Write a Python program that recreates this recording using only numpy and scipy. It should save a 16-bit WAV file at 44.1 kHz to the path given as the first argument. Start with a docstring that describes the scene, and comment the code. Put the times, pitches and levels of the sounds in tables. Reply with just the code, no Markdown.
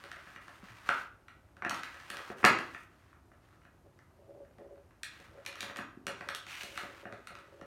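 """A bare room with a wooden floor, where kittens bat at plastic ball tracks on a woven rug, heard on a phone.
Blows ring the hollow track shell as decaying modes, crack at the contact and thud into the floor, with low thumps.
Pieces dragged or rattling on hum and hiss as random ticks over the weave; a hollow ball rings over its ribs.
The room answers with a tail of up to half a second, shaped from noise bands, over a quiet noise hum."""
import sys
import numpy as np
from scipy import signal
from scipy.fft import rfft, irfft, next_fast_len
from scipy.io import wavfile
from scipy.ndimage import uniform_filter1d

SR = 44100
rng = np.random.default_rng(int(sys.argv[2]) if len(sys.argv) > 2 else 0)


def voltage_ratio(decibels):
    """Convert decibels (scalar or array-like) to amplitude ratios, 20 dB per decade."""
    exponent = np.asarray(decibels, float) / 20
    return 10 ** exponent


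def log_audio(samples):
    """Write samples as a 16-bit WAV file to the path given in sys.argv[1]."""
    # one column per channel
    frames = np.atleast_2d(samples).T
    # limit to full scale, then quantise
    limited = np.clip(frames, -1, 1)
    pcm = np.round(limited * 32767).astype(np.int16)
    wavfile.write(sys.argv[1], SR, pcm)


N = 337785
T = np.arange(N) / SR

# blows on the track, thud and crack relative to the shell:
# (time [s], shell peak [dB], ringing centre [Hz], floor thud [dB], contact crack [dB])
KNOCKS = [(0.039, -37, 1570, -12.5, 0.5), (0.116, -31.5, 1670, -23.5, -1), (0.166, -40, 1580, -10.5, -19),
          (0.271, -41.5, 1370, -9.5, -22), (0.361, -37, 1720, -12.5, -6), (0.481, -39.5, 1310, -13, -2),
          (0.89, -13.5, 1120, -19, -8), (1.283, -43, 1780, -32, -0.5), (1.568, -46, 1430, -9, -1.5),
          (1.622, -26, 1060, -18, -16), (1.649, -21, 1300, -15, -11.5), (1.667, -39, 969, -6, -1),
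          (1.696, -31.5, 3100, -10, 13), (1.71, -24, 1040, -37, -22), (1.745, -35, 1030, -13, 9),
          (1.795, -41, 1500, -10, 5), (1.834, -28.5, 1830, -25.5, 1), (1.889, -49, 1890, -15, -2),
          (1.944, -39.5, 1560, -12, -2), (2.001, -42, 1380, -14, 1), (2.102, -33, 1410, -12, 8),
          (2.17, -33.5, 1102, -24.5, 5.5), (2.192, -32.5, 1220, -38, -14), (2.301, -34.5, 1150, -4, -16),
          (2.43, -27, 1050, -9, -23), (2.442, -6.5, 1280, -12.5, -18), (2.45, -8.5, 1500, -16, 3.5),
          (2.457, -13.5, 1880, -12, -28), (2.588, -27.5, 1600, -12, 0), (2.747, -30.5, 1590, -18.5, -11),
          (3.129, -49.5, 1170, -20, -24.5), (3.317, -49.5, 1237, -10, -15.5), (3.617, -57, 2107, -13, -4),
          (3.651, -47, 1635, -11.5, -9.5), (3.99, -52, 1130, -14, -0.5), (4.511, -60.5, 1279, -12.5, -15.5),
          (4.584, -51, 1310, 2, -1), (4.778, -59.5, 1276, -6.5, -6), (4.908, -54, 1400, -16, -6),
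          (5.033, -29.5, 2510, -37, 8.5), (5.202, -51.5, 1480, -2.5, 8.5), (5.451, -46, 2400, -27, 7),
          (5.463, -31.5, 2680, -26, 9.5), (5.488, -44.5, 1500, -14, 7), (5.527, -41.5, 2820, -16, 4),
          (5.556, -36.5, 1650, -36, 1), (5.607, -32, 3280, -19, 12.5), (5.629, -30, 1330, -12, 4),
          (5.698, -36, 1090, -7, -16), (5.761, -32.5, 1370, -27, 1), (5.77, -39, 1500, -19, 11),
          (5.788, -28.5, 1420, -8.5, -28), (5.81, -35, 1420, -10, -28), (6.068, -27.5, 1400, -13, 7.5),
          (6.08, -29, 1500, -11, -29), (6.209, -32.5, 1560, -8.5, -6), (6.288, -22.5, 1530, -25, -1),
          (6.304, -48, 1640, -10, -7), (6.349, -39, 1980, -14, 18.5), (6.467, -39.5, 1580, -13, 3),
          (6.634, -38, 1730, -5, 14), (6.759, -37, 2710, -17, -8), (6.776, -26.5, 1360, -20, 3),
          (6.834, -42.5, 1450, 4.5, -5.5), (7.054, -34, 1390, -3.5, -24), (7.125, -34, 1030, -6, -5.5),
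          (7.272, -36, 1560, -41, 4), (7.306, -45, 1430, -3.5, 1), (7.353, -38.5, 1490, -15, 1),
          (7.388, -47, 1990, -27, 1), (7.613, -41.5, 1370, -6, -1)]
# low floor thumps: paws landing, track pieces settling, and the deep boom under the hardest blow:
# (time [s], peak [dB], centre [Hz])
FLOOR_THUMPS = [(0.63, -46, 198), (0.702, -51.5, 102), (1.661, -35, 325), (1.724, -43.5, 220),
                (2.301, -37, 339), (2.444, -24, 320), (2.452, -28, 135), (2.508, -29.5, 315),
                (3.869, -58, 364), (5.198, -49.5, 407), (5.294, -48, 61.9), (5.972, -40, 260),
                (6.013, -50, 280), (6.128, -47, 191), (6.858, -56, 415), (7.618, -42.5, 198)]
# modes of the hollow track shell: (frequency [Hz], relative level [dB], t60 [s])
SHELL_MODES = [(1003, 4, 0.0072), (1191, 7, 0.014), (1310, 1.5, 0.022), (1500, 5.5, 0.017),
               (1670, 5.5, 0.015), (1927, 3.5, 0.018), (2212, 0.5, 0.015), (2479, 3.5, 0.012),
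               (2773, -7.5, 0.022), (2899, -14.5, 0.04), (3633, -12.5, 0.019), (4364, -15.5, 0.012),
               (5250, -10, .015), (5666, -1, 0.019)]
# modes of floor and rug under the toy: (frequency [Hz], relative level [dB], t60 [s])
BOARD_MODES = [(82, -21, .12), (116, -8, 0.16), (187, -2, .08), (245.4, 7.5, 0.03), (345, -1, 0.057),
               (468.4, 2.5, 0.023), (586, -2, 0.045), (712, 7, 0.02)]
# treble colour of the sharpest contact crack: (frequency [Hz], relative level [dB])
CRACK_COLOUR = [(1180, -38), (2000, -12), (2670, -7.5), (3280, -8), (6420, -14), (9580, -17.5),
                (10300, -17.5), (16000, -33)]
# pieces and paws dragged over the weave, or rattling on after a knock, one row a stroke:
# (start [s], length [s], shell rumble gain [dB], rumble centre [Hz], fibre hiss gain [dB])
RUB_STROKES = [(-0.04, 0.4, -55, 1540, -79), (0.39, 0.21, -58.5, 1450, -68),
               (0.615, 0.38, -53.5, 1430, -79), (0.844, 0.2, -49.5, 1220, -77),
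               (1.72, 0.077, -47, 1270, -75), (1.824, 0.33, -52, 1589, -82), (2.118, 0.2, -47.5, 1260, -88),
               (2.359, 0.082, -51, 1220, -58), (2.604, 0.14, -53.5, 1500, -76),
               (2.719, 0.12, -71, 1585, -63.5), (2.891, 0.23, -70.5, 1330, -94.5),
               (3.413, 0.14, -70, 1280, -96), (5.104, 0.14, -57, 1970, -75), (5.24, 0.29, -61, 1000, -99),
               (5.563, 0.15, -48, 1880, -81), (5.741, 0.08, -55.5, 1510, -77),
               (6.154, 0.44, -59, 1540, -71), (6.467, 0.15, -36.5, 2900, -68),
               (6.589, 0.24, -44.5, 2630, -54), (6.8, 0.21, -53.5, 1570, -90),
               (6.953, 0.64, -65.5, 1430, -103)]
# faint shuffling between strokes: (rumble gain [dB], rumble centre [Hz], hiss gain [dB])
SHUFFLE = (-71, 1000, -84)
# colour of the loose fibres' hiss: (frequency [Hz], relative level [dB])
FIBRE_COLOUR = [(1760, -17.5), (3000, -7), (3170, -18.5), (3550, -21), (4470, -16.5), (8950, -17),
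                (16000, -28.5)]
# hollow ball rolling over the weave, one row a roll: (start [s], length [s], gain [dB], centre [Hz])
ROLLS = [(-0.03, 0.088, -65, 450), (0.26, 0.12, -77, 350), (0.45, 0.22, -70, 328), (0.83, 0.078, -62, 350),
         (2.08, 0.13, -54, 600), (2.25, 0.19, -56, 345), (3.81, 0.055, -65, 468), (4.16, 0.14, -61, 530),
         (4.28, 0.18, -54, 510), (4.57, 0.21, -52.5, 460), (5.3, 0.19, -54, 740), (5.46, 0.11, -63, 550),
         (5.6, 0.2, -58, 400), (6.05, 0.042, -43, 530), (6.18, 0.18, -55, 500), (6.6, 0.5, -60, 470),
         (7.05, 0.035, -49.5, 470), (7.12, 0.079, -62, 470), (7.3, 0.19, -65, 450),
         (7.5, 0.034, -57.5, 530), (7.56, 0.1, -56, 500)]
# resonances of the ball, each passed twice: (frequency [Hz], width of one pass [Hz], relative level [dB])
BALL_MODES = [(286, 140, -7.5), (350, 46, 2), (404, 77, 4.5), (504, 94, 1), (550.4, 78, 5), (654, 12, -6.5),
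              (714, 130, -10), (950, 76, -21)]
# colour of the house hum: (frequency [Hz], relative level [dB])
HUM_COLOUR = [(18, -37), (30, -2), (64, 5), (98, 5.5), (204, -5.5), (336, -3.5), (437, -11), (666, -9.5),
              (937, -13), (1500, -22), (3400, -31), (12300, -33), (16000, -45.5)]
# bands of the room tail: (centre [Hz], t60 [s], relative level [dB])
ROOM_BANDS = [(91, 0.23, 1), (173, 0.32, -2.5), (365, .5, 2), (726, 0.4, 4.5), (1400, 0.44, -1),
              (2900, 0.41, 0.5), (5360, 0.37, -4), (11100, 0.2, -0.5)]
# treble dips of the phone's port: (centre [Hz], width [Hz], depth [0-1])
PORT_DIPS = [(7610, 380, 0.4), (10300, 370, 0.9)]

HUM_DB = -63  # rms
ROOM_DB, ROOM_ONSET_S = -4.5, 0.0066
BASS_HZ, TOP_HZ = 46.5, 16300
SPAN, LEAD = 3072, 64  # samples held by one blow, and kept ahead of its onset
SCATTER_DB = 1.5  # standard deviation of a mode's level from blow to blow
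SHARP_DB = 12  # a crack this strong against the shell keeps all its treble
# small chance taps: count, greatest peak at rest [dB], spread below it [dB], middle of the ringing centres [Hz]
TAPS, TAP_DB, TAP_SPREAD_DB, TAP_HZ = 36, -58, 8, 1400
TAP_THUD_DB, TAP_CRACK_DB = -18, -10  # against the shell
TAP_FOLLOW = 0.8  # dB of tap per dB of rumble
RUB_ATTACK_S, RUB_RELEASE_S = 0.028, 0.02
ROLL_ATTACK_S, ROLL_RELEASE_S = 0.047, 0.033


def level(x, db):
    """Scale to an rms level."""
    return x * voltage_ratio(db) / np.sqrt(np.mean(x ** 2))


def colour(x, points):
    """Shape a spectrum by (Hz, dB) points, without moving the phase."""
    hz, db = np.transpose(points)
    size = next_fast_len(len(x))
    f = np.maximum(np.fft.rfftfreq(size, 1 / SR), 1)
    gain = voltage_ratio(np.interp(np.log(f), np.log(hz), db))
    return irfft(rfft(x, size) * gain, size)[:len(x)]


def house_hum():
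    """Steady noise, coloured into the quiet hum of the house."""
    return level(colour(rng.standard_normal(N), HUM_COLOUR), HUM_DB)


def resonate(x, hz, width_hz):
    """One resonance, gain 1 at its centre."""
    return signal.lfilter(*signal.iirpeak(hz, hz / width_hz, SR), x)


def grains(per_s, spread_db):
    """Random tiny contacts of either sign; a few are bigger than the rest."""
    size_db = spread_db * np.minimum(rng.exponential(size=N), 3)
    size = voltage_ratio(size_db) * np.sign(rng.standard_normal(N))
    return size * (rng.random(N) < per_s / SR)


def strokes(rows, attack_s, release_s):
    """Each (start, length, dB, Hz) row swells, holds and fades; gives summed gain and gain-weighted pitch."""
    gain, pitch = 1e-9, 1e-6  # keep the ratio finite in silence
    for s, length, db, hz in rows:
        swell = np.clip((T - s) / attack_s, 0, 1)
        fade = np.exp(-np.maximum(T - s - length, 0) / release_s)
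        g = voltage_ratio(db) * swell * fade
        gain, pitch = gain + g, pitch + g * hz
    return gain, pitch / gain


def rub():
    """Dragged or rattling contacts tick on the shell, which hums around each stroke's pitch; fibres hiss."""
    rows = [(-1, N / SR + 1, *SHUFFLE), *RUB_STROKES]
    s, length, rumble_db, hz, hiss_db = np.transpose(rows)
    rumble, centre_hz = strokes(zip(s, length, rumble_db, hz), RUB_ATTACK_S, RUB_RELEASE_S)
    hiss, _ = strokes(zip(s, length, hiss_db, hz), RUB_ATTACK_S, RUB_RELEASE_S)
    ticks = grains(1800, 1.4)
    shell = 0
    for hz, db, t60 in SHELL_MODES:
        focus = voltage_ratio(db - 15 * np.log2(hz / centre_hz) ** 2)
        shell = shell + focus * level(resonate(ticks, hz, 3.36 / t60), -20.5)
    fibres = colour(0.97 * ticks + grains(3300, 4.7), FIBRE_COLOUR)
    return rumble * shell + hiss * level(fibres, -6), rumble


def ball():
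    """Soft bumps over the ribs of the weave ring the air inside the ball; it rests between rolls."""
    roll, centre_hz = strokes(ROLLS, ROLL_ATTACK_S, ROLL_RELEASE_S)
    wander = level(uniform_filter1d(rng.standard_normal(N), size=4000), 0)
    ribs_hz = 48 * (1.5 + 0.12 * wander)  # about 72 ribs a second
    ribs = np.cos(np.cumsum(2 * np.pi * ribs_hz / SR))
    bumps = grains(540, 7.8) * voltage_ratio(4.6 * ribs)
    air = 0
    for hz, width_hz, db in BALL_MODES:
        focus = voltage_ratio(db - 6.6 * np.log2(hz / centre_hz) ** 2)
        ringing = resonate(resonate(bumps, hz, width_hz), hz, width_hz)
        air = air + focus * level(ringing, -9)
    return roll * air


def room(x):
    """Dense reflections that build up over a few ms and die away, each band at its own pace."""
    t = np.arange(SR) / SR
    tail = 0
    for hz, t60, db in ROOM_BANDS:
        edges = [hz / np.sqrt(2), hz * np.sqrt(2)]
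        octave = signal.butter(2, edges, "bandpass", fs=SR, output="sos")
        band = signal.sosfilt(octave, rng.standard_normal(SR))
        tail = tail + voltage_ratio(db) * band * np.exp(-np.log(1000) * t / t60) / np.sqrt(t60)
    tail = tail * (1 - np.exp(-(t / ROOM_ONSET_S) ** 2))
    tail = tail / np.sqrt(np.sum(tail ** 2))
    return voltage_ratio(ROOM_DB) * signal.fftconvolve(x, tail)[:N]


def near(modes, hz, focus_db):
    """A blow wakes the modes near its own pitch most; higher ones fall off more gently than lower ones."""
    octaves = np.log2(np.array(modes)[:, 0] / hz)
    return -focus_db * octaves ** 2 * np.where(octaves > 0, 0.6, 1)


def ring(modes, gain_db, chance, push_s):
    """Decaying modes, slightly detuned, that swell while the push lasts; peak 1."""
    hz, db, t60 = (c[:, None] for c in np.transpose(modes))
    t = T[:SPAN]
    detune, scatter, side = chance[:, :len(modes), None]
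    size = voltage_ratio(db + gain_db[:, None] + SCATTER_DB * scatter) * np.sign(side)
    tones = size * np.sin(2 * np.pi * hz * (1 + 0.025 * detune) * t)
    y = (tones * np.exp(-np.log(1000) * t / t60)).sum(axis=0)
    y = y * (1 - np.exp(-(t / push_s) ** 2))
    return y / np.abs(y).max()


def contact_crack(crack_db, noise):
    """Hard plastic edges meet in one tick and chatter for a moment; a weaker crack is blunter. Peak 1."""
    tick = 0.12 * noise * np.exp(-T[:SPAN] / 0.002)
    tick[0] += 1
    dull_db = 0.24 * min(crack_db - SHARP_DB, 0)  # tilt per octave about 3 kHz
    points = [(f, d + dull_db * np.log2(f / 3000)) for f, d in CRACK_COLOUR]
    crack = colour(np.roll(tick, LEAD), points)
    return crack / np.abs(crack).max()


def knocks(blows):
    """Each blow lands on another spot, so it wakes its own mix of shell and floor modes."""
    out = np.zeros(N + SPAN)
    for s, db, hz, thud_db, crack_db in blows:
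        chance = rng.standard_normal((7, SPAN))
        shell = ring(SHELL_MODES, near(SHELL_MODES, hz, 8.3), chance[:3], 0.0008)
        thud_hz = 330 * voltage_ratio(-0.2 * (db + 40))  # harder blows reach deeper modes
        thud = ring(BOARD_MODES, near(BOARD_MODES, thud_hz, 0.42), chance[3:6], 0.0017)
        body = np.roll(shell + voltage_ratio(thud_db) * thud, LEAD)
        crack = voltage_ratio(crack_db) * contact_crack(crack_db, chance[6])
        i = int(s * SR) - LEAD
        out[i:i + SPAN] += voltage_ratio(db) * (body + crack)
    return out[:N]


def taps(rumble):
    """Rows of blows: loose pieces tick at chance moments, harder while the rumble is stronger."""
    when, size, spot = rng.random((TAPS, 3)).T
    s = 0.02 + (np.arange(TAPS) + when) * (N / SR - 0.04) / TAPS  # one in each equal slot
    rumble_db = 20 * np.log10(rumble[(s * SR).astype(int)])
    db = TAP_FOLLOW * (rumble_db - SHUFFLE[0]) + TAP_DB - TAP_SPREAD_DB * size
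    hz = TAP_HZ * (1 + 0.3 * (spot - 0.5))
    return [(a, b, c, TAP_THUD_DB, TAP_CRACK_DB) for a, b, c in zip(s, db, hz)]


def floor_thumps():
    """Paws, settling pieces and the hardest blow's boom push the boards slowly; modes near each centre answer."""
    out = np.zeros(N + SPAN)
    for s, db, hz in FLOOR_THUMPS:
        i = int(s * SR)
        chance = rng.standard_normal((3, 16))
        out[i:i + SPAN] += voltage_ratio(db) * ring(BOARD_MODES, near(BOARD_MODES, hz, 44), chance, 0.0016)
    return out[:N]


def scene():
    """Blows, floor thumps, rubbing and rolling, their echo in the room, and the hum of the house."""
    scrape, rumble = rub()
    rubbing = scrape + ball()
    thumps = floor_thumps()
    blows = knocks(KNOCKS + taps(rumble))
    echo = room(voltage_ratio(3.5) * blows + voltage_ratio(-1) * thumps + voltage_ratio(-10) * rubbing)
    return (blows + thumps + rubbing + echo + house_hum())[None]


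def low_pass(x):
    """Removes everything above the highest recorded frequency."""
    return signal.sosfilt(signal.butter(12, 16720, fs=SR, output="sos"), x)


def record(dry):
    """The phone's port dips twice in the treble; its bass and extreme top are cut."""
    for hz, width_hz, depth in PORT_DIPS:
        dry = dry - depth * resonate(dry, hz, width_hz)
    bass_cut = signal.butter(2, BASS_HZ, "highpass", fs=SR, output="sos")
    top_cut = signal.ellip(8, 0.2, 70, TOP_HZ, fs=SR, output="sos")
    mix = signal.sosfilt(top_cut, signal.sosfilt(bass_cut, dry))
    return low_pass(mix)


dry = scene()
out = record(dry)
log_audio(out)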